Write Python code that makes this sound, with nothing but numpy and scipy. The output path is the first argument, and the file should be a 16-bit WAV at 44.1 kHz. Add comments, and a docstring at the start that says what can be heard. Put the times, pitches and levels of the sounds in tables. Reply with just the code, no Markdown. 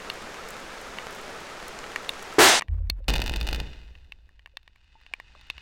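"""Drops tick on a plastic case over a steady hiss, fine spray and a faint, far siren; an overloaded bang breaks in.
Hiss, spray, siren and bang stop dead together; a tremor follows, then rattling shocks, a dying roar and a rush.
It is a blast in an open-pit mine, heard from a camera in a plastic case in light rain.
Drops ring case modes; the bang is clipped noise; the ground wave sways the stand; the air shocks of
single holes rattle the case; shaped noise makes the roar and the swelling rush of falling rock."""
import sys
import numpy as np
from scipy import signal
from scipy.fft import rfft, irfft, next_fast_len
from scipy.io import wavfile
from scipy.ndimage import uniform_filter1d

SR = 44100
rng = np.random.default_rng(int(sys.argv[2]) if len(sys.argv) > 2 else 0)


def dump_mix(stems):
    """Bounce the given channels to the path in sys.argv[1] as a 16-bit WAV at rate SR."""
    frames = np.atleast_2d(stems).T  # one column per channel
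    limited = np.clip(frames, -1, 1)  # hard clip at full scale
    pcm = np.round(limited * 32767).astype(np.int16)
    wavfile.write(sys.argv[1], SR, pcm)


N = 247401
T = np.arange(N) / SR  # s

BANG_END_S = 2.596
AIR_START_S, FIRING_S = 3.08, 0.5  # the air wave arrives, and lasts while the holes fire
SURGE_S = 0.065  # time constant: the first holes are the loudest

# relative spectrum of heavy rock noise: (frequency [Hz], density [dB per Hz])
ROAR_SPECTRUM = [(60, -7.5), (130, 5), (220, -0.5), (340, -2.5), (650, -7.5), (1000, -14), (1400, -43),
                 (4000, -45)]
# relative spectrum of stony noise: (frequency [Hz], density [dB per Hz])
RUSH_SPECTRUM = [(200, -18.5), (700, -3.5), (1150, 5.5), (2500, 4.5), (5000, 0), (8000, -4.5), (11000, -17),
                 (16000, -37)]


def amp(db):
    """Decibels to gain."""
    return 10 ** (np.asarray(db) / 20)


def evened(x):
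    """Scales to rms 1."""
    return x / np.sqrt(np.mean(x ** 2) + 1e-20)


def add(mix, start_s, sound):
    """Mixes a sound in at start_s, in place."""
    part = mix[round(start_s * SR):][:len(sound)]
    part += sound[:len(part)]


def colour(x, spectrum):
    """Filters x by a spectrum, interpolated over log frequency, and scales to rms 1."""
    hz, db = np.transpose(spectrum)
    size = next_fast_len(N)
    bin_hz = np.fft.rfftfreq(size, 1 / SR)
    gain = amp(np.interp(np.log(bin_hz + 1), np.log(hz + 1), db))
    return evened(irfft(rfft(x, size) * gain, size)[:N])


def noise(spectrum):
    """Coloured noise, rms 1."""
    return colour(rng.standard_normal(N), spectrum)


def swaying(spectrum, span_s):
    """Coloured noise levelled by its own short-term power, so its strength stays nearly even."""
    x = noise(spectrum)
    size = max(int(span_s * SR), 8)
    power = uniform_filter1d(uniform_filter1d(x ** 2, size), size)
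    return x / np.sqrt(power + 0.033)


def wobble(hz, wander_hz):
    """A low sine of rms 1 whose pitch wanders slowly; wander_hz is rms."""
    drift = noise([(1, 0), (12, 0), (30, -40), (100, -120)])
    cycles = np.cumsum(hz + wander_hz * drift) / SR
    return np.sqrt(2) * np.sin(2 * np.pi * (cycles + rng.random()))


def patter(per_s, spread_db):
    """Random impacts, many small and a few large, rms 1."""
    size = amp(spread_db * np.minimum(rng.exponential(1, N), 4))
    struck = rng.random(N) < per_s / SR
    return evened(size * rng.standard_normal(N) * struck)


def envelope(start_s, db, attack_s, hold_s, fall_db_per_s):
    """A gain that rises linearly, holds and dies away exponentially."""
    since_s = T - start_s
    falling_s = np.maximum(since_s - attack_s - hold_s, 0)
    return np.clip(since_s / attack_s, 0, 1) * amp(db - fall_db_per_s * falling_s)


def through_case(x):
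    """Airborne sound rings the walls of the case: damped cosines, convolved at unit energy."""
    # wall resonances: (frequency [Hz], bandwidth [Hz], relative peak [dB])
    walls = [(870, 200, -1.5), (1590, 380, -5), (1832, 88, -3.5), (2030, 160, -4.5), (2560, 115, 4),
             (2837, 170, 2.5), (3560, 204, 1), (4080, 210, -7), (4600, 93, -4.5), (5550, 58, -13.5),
             (6460, 100, -40.5), (7840, 130, -68)]
    t = T[:SR // 20]
    hz, width_hz, db = np.transpose(walls)[:, :, None]
    modes = amp(db) * width_hz * np.exp(-np.pi * width_hz * t) * np.cos(2 * np.pi * hz * t)
    response = modes.sum(0)
    return signal.oaconvolve(x, response / np.linalg.norm(response))[:len(x)]


def knock(centre_hz, octaves=0.42, scatter_db=3.0, splash_db=-20):
    """A drop on the case: its place decides which modes ring (peak 1); the water splashes briefly."""
    # case modes before scatter and detuning: (frequency [Hz], relative level [dB], t60 of the early decay [s])
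    case_modes = [(780, -6, .004), (1130, 9, .008), (1400, -12, .004), (1920, -1, .01), (2280, 0, .007),
                  (2750, 0, .008), (3100, -7, .006), (3630, 0, .006), (4200, -2, .006), (5100, -13, .005),
                  (6980, -15, .006), (8600, -15, .005)]
    t = T[:SR // 10]
    hz, db, t60_s = np.transpose(case_modes)[:, :, None]
    luck, detune = rng.standard_normal((2, len(case_modes), 1))
    nearness = 1 / (1 + (np.log2(hz / centre_hz) / octaves) ** 2)
    weight = amp(db + scatter_db * luck) * nearness
    # a quick decay, then a faint longer ring
    fall = amp(-60 * t / t60_s) + amp(-31 - 12 * t / t60_s)
    onset = 1 - np.exp(-t / 0.0003)
    modes = weight * fall * np.sin(2 * np.pi * hz * (1 + 0.025 * detune) * t)
    ring = onset * modes.sum(0)
    splash = signal.lfilter([1], [1, -0.6], rng.standard_normal(len(t))) * np.exp(-t / 0.001)
    return ring / abs(ring).max() + amp(splash_db) * onset * splash


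def hiss(level_db=-40, grain=0.41):
    """A steady wash: white noise and dense random impacts through one spectrum."""
    # relative: (frequency [Hz], density [dB per Hz])
    hiss_spectrum = [(10, 7), (22, 1.5), (53, -2), (90, -10), (216, -3), (300, -5.5), (420, 1), (1000, -3),
                     (1600, -3), (3500, -12), (6700, -17), (10000, -26), (16000, -37.5)]
    grains = patter(per_s=2300, spread_db=6.5)
    return amp(level_db) * colour(rng.standard_normal(N) + grain * grains, hiss_spectrum)


def spray(level_db=-62, per_s=14, fizz_s=0.0034):
    """Tiny droplets burst with short, bright ticks: noise under exponential decays."""
    # relative: (frequency [Hz], density [dB per Hz])
    spray_spectrum = [(1500, -24.5), (4000, -4.5), (7000, 1), (11000, -4), (16000, -7.5)]
    hits = abs(patter(per_s, spread_db=1.5))
    bursts = signal.lfilter([1], [1, -np.exp(-1 / (fizz_s * SR))], hits)
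    return amp(level_db) * colour(bursts * rng.standard_normal(N), spray_spectrum)


def siren(level_db=-52, top_s=0.124, sweeps_per_s=6.224):
    """A far warning siren, almost lost in the hiss: three swept harmonics coloured by its horn."""
    # one sweep: (share of the cycle, fundamental [Hz])
    yelp = [(0, 1529), (.1, 1199), (.3, 722.6), (.45, 945), (.58, 1160), (.73, 1334), (1, 1486)]
    # (frequency [Hz], relative gain [dB])
    horn = [(500, -20), (1100, -14), (1310, 7), (1420, -15.5), (1900, -6.5), (2200, -18), (2550, -4),
            (2900, -16), (3650, -5), (4500, -36)]
    hz = np.interp((T - top_s) * sweeps_per_s % 1, *np.transpose(yelp))
    phase = 2 * np.pi * np.cumsum(hz) / SR
    tone = np.sin(phase) + 0.36 * np.sin(2 * phase) + 0.81 * np.sin(3 * phase)
    return amp(level_db) * colour(tone, horn)


def drizzle(level_db=-51, spread_db=4, centre_hz=2400, count=36):
    """Small drops land on the case at random moments and places, one in each equal time slot."""
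    out = np.zeros(N)
    for turn, (size, place) in enumerate(rng.standard_normal((count, 2))):
        start_s = (turn + rng.random()) / count * N / SR
        drop = knock(centre_hz * 2 ** (np.tanh(place) / 2), splash_db=-11.5)
        add(out, start_s, amp(level_db + spread_db * size) * drop)
    return out


def raindrops():
    """The larger drops land on the case and ring its modes around a centre frequency."""
    # (time [s], level before the case limiter [dB], centre of the ringing modes [Hz])
    drops = [(0.1, -12, 3190), (0.9857, -18, 2130), (1.7893, -26, 6230), (1.841, -25, 2340),
             (1.9602, -9.5, 2020), (2.0922, -5.5, 3370), (2.6102, -19, 2090), (2.6215, -15, 1840),
             (2.6835, -34.5, 2220), (2.8993, -5, 4030), (3.953, -39, 2400), (4.1217, -26, 2700),
             (4.394, -41, 2140), (4.46, -30, 2400), (4.5706, -20.5, 3270), (4.6777, -35.5, 2510),
             (5.0644, -36.5, 2510), (5.1372, -14.5, 2150), (5.2002, -26.5, 1700), (5.351, -41.5, 1090),
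             (5.5006, -15, 3000), (5.507, -29, 3800), (5.5805, -28.5, 2570)]
    out = np.zeros(N)
    for start_s, db, centre_hz in drops:
        add(out, start_s, amp(db) * knock(centre_hz))
    return out


def bang(start_s=2.3834, ceiling=0.28, droop_hz=60):
    """A thud that brightens into a crack: three noise bands, overdriven until the tops are flat."""
    # relative, all three: (frequency [Hz], density [dB per Hz])
    thud_spectrum = [(30, -25.5), (150, -27), (260, -10), (330, -2.5), (385, 1), (480, -10.5), (900, -40),
                     (3000, -69)]
    body_spectrum = [(200, -34.5), (500, -8.5), (690, 0.5), (930, -1), (1100, -7), (1300, -3), (1900, -6),
                     (2600, -21.5), (6000, -47)]
    crack_spectrum = [(100, -28.5), (400, -6.5), (800, -6.5), (1150, -9), (1800, 1.5), (3200, 3),
                      (6500, -2.5), (9000, -6), (12000, -25.5), (16000, -41)]
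    thud_gain = envelope(start_s, db=-1.5, attack_s=0.001, hold_s=0.014, fall_db_per_s=249.5)
    body_gain = envelope(start_s, db=-1, attack_s=0.0082, hold_s=0.012, fall_db_per_s=155)
    crack_gain = envelope(start_s, db=-5.5, attack_s=0.016, hold_s=0.03, fall_db_per_s=114.5)
    pressure = thud_gain * swaying(thud_spectrum, span_s=0.01)
    pressure += body_gain * swaying(body_spectrum, span_s=0.023)
    pressure += crack_gain * noise(crack_spectrum)
    flat = ceiling * np.tanh(pressure / ceiling)
    return signal.lfilter(*signal.butter(1, droop_hz, "high", fs=SR), flat)  # the flat tops sag


def afterring():
    """What follows the bang's sudden end: a brief ring of the case and a faint low noise tail."""
    ring_gain = envelope(BANG_END_S, db=-50, attack_s=0.001, hold_s=0.003, fall_db_per_s=418.5)
    tail_gain = envelope(BANG_END_S, db=-56, attack_s=0.001, hold_s=0.003, fall_db_per_s=92)
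    ring = colour(through_case(rng.standard_normal(N)), RUSH_SPECTRUM)
    return ring_gain * ring + tail_gain * noise(ROAR_SPECTRUM)


def tremor(start_s=2.683, judder_db=-11):
    """The ground wave outruns the air wave and sways the camera stand; the faster sway dies first."""
    # sway of the stand: (frequency [Hz], relative level [dB], extra fall [dB per s])
    stand = [(45.2, -3.5, 10), (80.66, -3, 47)]
    # relative: (frequency [Hz], density [dB per Hz])
    judder_spectrum = [(12, -33), (30, 0.5), (45, 0.5), (80, 6.5), (100, -12), (130, -23.5), (250, -36),
                       (550, -40), (2000, -49), (6000, -69.5)]
    since_s = np.maximum(T - start_s, 0)
    sway = sum(amp(db - fall * since_s) * wobble(hz, wander_hz=3.75) for hz, db, fall in stand)
    judder = amp(judder_db) * swaying(judder_spectrum, span_s=0.017)
    shake = envelope(start_s, db=-22.5, attack_s=0.025, hold_s=0.027, fall_db_per_s=29.5)
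    return shake * (sway + judder)


def weak_shocks(db=-30, spread_db=4, surge_db=7, count=26):
    """The lesser holes fire in uneven succession among the strong ones: rows of (time [s], strength [dB])."""
    start_s = AIR_START_S + FIRING_S * (np.arange(count) + rng.random(count)) / count
    surge = np.exp((AIR_START_S - start_s) / SURGE_S)
    strength_db = db + surge_db * surge + spread_db * rng.standard_normal(count)
    return list(zip(start_s, strength_db))


def shocks(ring_db=12, chatter=0.037, chatter_s=0.0014, direct_db=-5, thump_hz=52, thump_db=-15, thump_s=0.0088):
    """Each pressure front snaps against the case, makes it chatter and gives the microphone a low push."""
    # fronts of the strongest holes: (time [s], relative strength [dB])
    strong_shocks = [(3.0823, -3), (3.0875, -2), (3.0969, -10), (3.103, -8.5), (3.1388, -7), (3.1552, -15),
                     (3.1608, -8), (3.1816, -20), (3.2184, -8), (3.2623, -18.5), (3.2789, -16.5),
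                     (3.296, -14), (3.3383, -19), (3.3623, -19), (3.4122, -14.5), (3.475, -19),
                     (3.4884, -11.5), (3.5295, -11), (3.547, -16), (3.6015, -16.5)]
    snaps, pushes = np.zeros(N), np.zeros(N)
    t = T[:SR // 10]
    thump = np.exp(-t / thump_s) * np.sin(2 * np.pi * thump_hz * t)
    for start_s, db in strong_shocks + weak_shocks():
        rattle = chatter * np.exp(-t / chatter_s) * rng.standard_normal(len(t))
        add(snaps, start_s, amp(db) * ((t == 0) + rattle))
        add(pushes, start_s, amp(db + thump_db) * thump)
    direct = uniform_filter1d(snaps, 2)
    return amp(ring_db) * through_case(snaps) + amp(direct_db) * direct + pushes


def air_wave(attack_s=0.006, echo_fall_db_per_s=22):
    """Gains of rumble, roar and rush: a surge, a plateau, a quick fall, and a slower echo of the pit."""
    # rows rumble, roar, rush: (firing gain [dB], opening surge [dB], fall [dB per s], echo re firing [dB])
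    bands = [(-30.5, 8.5, 93, -6.5), (-41, 20.5, 79, -19.5), (-45, 17, 62, -13)]
    surge = np.exp(-np.maximum(T - AIR_START_S, 0) / SURGE_S)
    gains = []
    for db, surge_db, fall, echo_db in bands:
        direct = envelope(AIR_START_S, db + surge_db * surge, attack_s, FIRING_S, fall)
        echo = envelope(AIR_START_S, db + echo_db, attack_s, FIRING_S, echo_fall_db_per_s)
        gains.append(np.hypot(direct, echo))
    return np.array(gains)


def landing(start_s=4.16, rise_s=1.46, power=2.02):
    """Gains of rumble, roar and rush: landing rock builds as a power of time over the quiet pit."""
    # rows rumble, roar, rush: (gain after rise_s [dB], gain of the quiet pit [dB])
    bands = [(-49.5, -59), (-68, -84.5), (-55.5, -82)]
    swell = (np.maximum(T - start_s, 0) / rise_s) ** power
    return np.array([np.hypot(amp(db) * swell, amp(quiet_db)) for db, quiet_db in bands])


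def blast_and_rockfall(boom_hz=53, boom_db=10, deep_db=-3):
    """Heaving rock rumbles and roars; countless stones make a rush that enters through the case."""
    # relative: (frequency [Hz], density [dB per Hz])
    rumble_spectrum = [(10, -12), (28, -4.5), (40, -13), (55, -5.5), (75, -15), (110, -25.5), (200, -45),
                       (500, -70)]
    rumble, roar, rush = np.hypot(air_wave(), landing())
    # the power favours the strong part of the rumble
    boom = amp(boom_db) * rumble ** 1.43 * wobble(boom_hz, wander_hz=5.7)
    deep = amp(deep_db) * rumble * swaying(rumble_spectrum, span_s=0.078)
    stones = through_case(0.49 * rng.standard_normal(N) + 0.5 * patter(per_s=6500, spread_db=8.5))
    boulders = 0.62 * rng.standard_normal(N) + 0.58 * patter(per_s=660, spread_db=5.5)
    return boom + deep + roar * colour(boulders, ROAR_SPECTRUM) + rush * colour(stones, RUSH_SPECTRUM)


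def drips():
    """Water drips close by: each is one low, decaying sine."""
    # (time [s], initial level before the case limiter [dB], frequency [Hz], t60 [s])
    drip_notes = [(2.803, -50, 538, .07), (3.004, -48.5, 536, 0.074), (4.538, -62, 537, 0.094),
                  (4.954, -49, 893, 0.073), (5.114, -53, 724, .03), (5.353, -54, 604, 0.065)]
    out, t = np.zeros(N), T[:SR // 5]
    for start_s, db, hz, t60_s in drip_notes:
        add(out, start_s, amp(db - 60 * t / t60_s) * np.sin(2 * np.pi * hz * t))
    return out


def scene(ceiling=0.14):
    """Hiss, spray, siren and bang stop together; all other sounds share a soft limiter; two equal channels."""
    cut = np.exp(-np.maximum(T - BANG_END_S, 0) / 0.001)
    opening = cut * (hiss() + spray() + siren() + bang())
    case = raindrops() + drips() + drizzle() + afterring() + tremor() + shocks() + blast_and_rockfall()
    case = case / (1 + (case / ceiling) ** 4) ** (1 / 4)
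    return np.tile(opening + case, (2, 1))


def record(dry, edge_hz=16300):
    """Limits the band with a linear-phase low-pass."""
    lowpass = signal.firwin(511, edge_hz, window=("kaiser", 9), fs=SR)
    return signal.oaconvolve(dry, lowpass[None], "same")


dry = scene()
out = record(dry)
dump_mix(out)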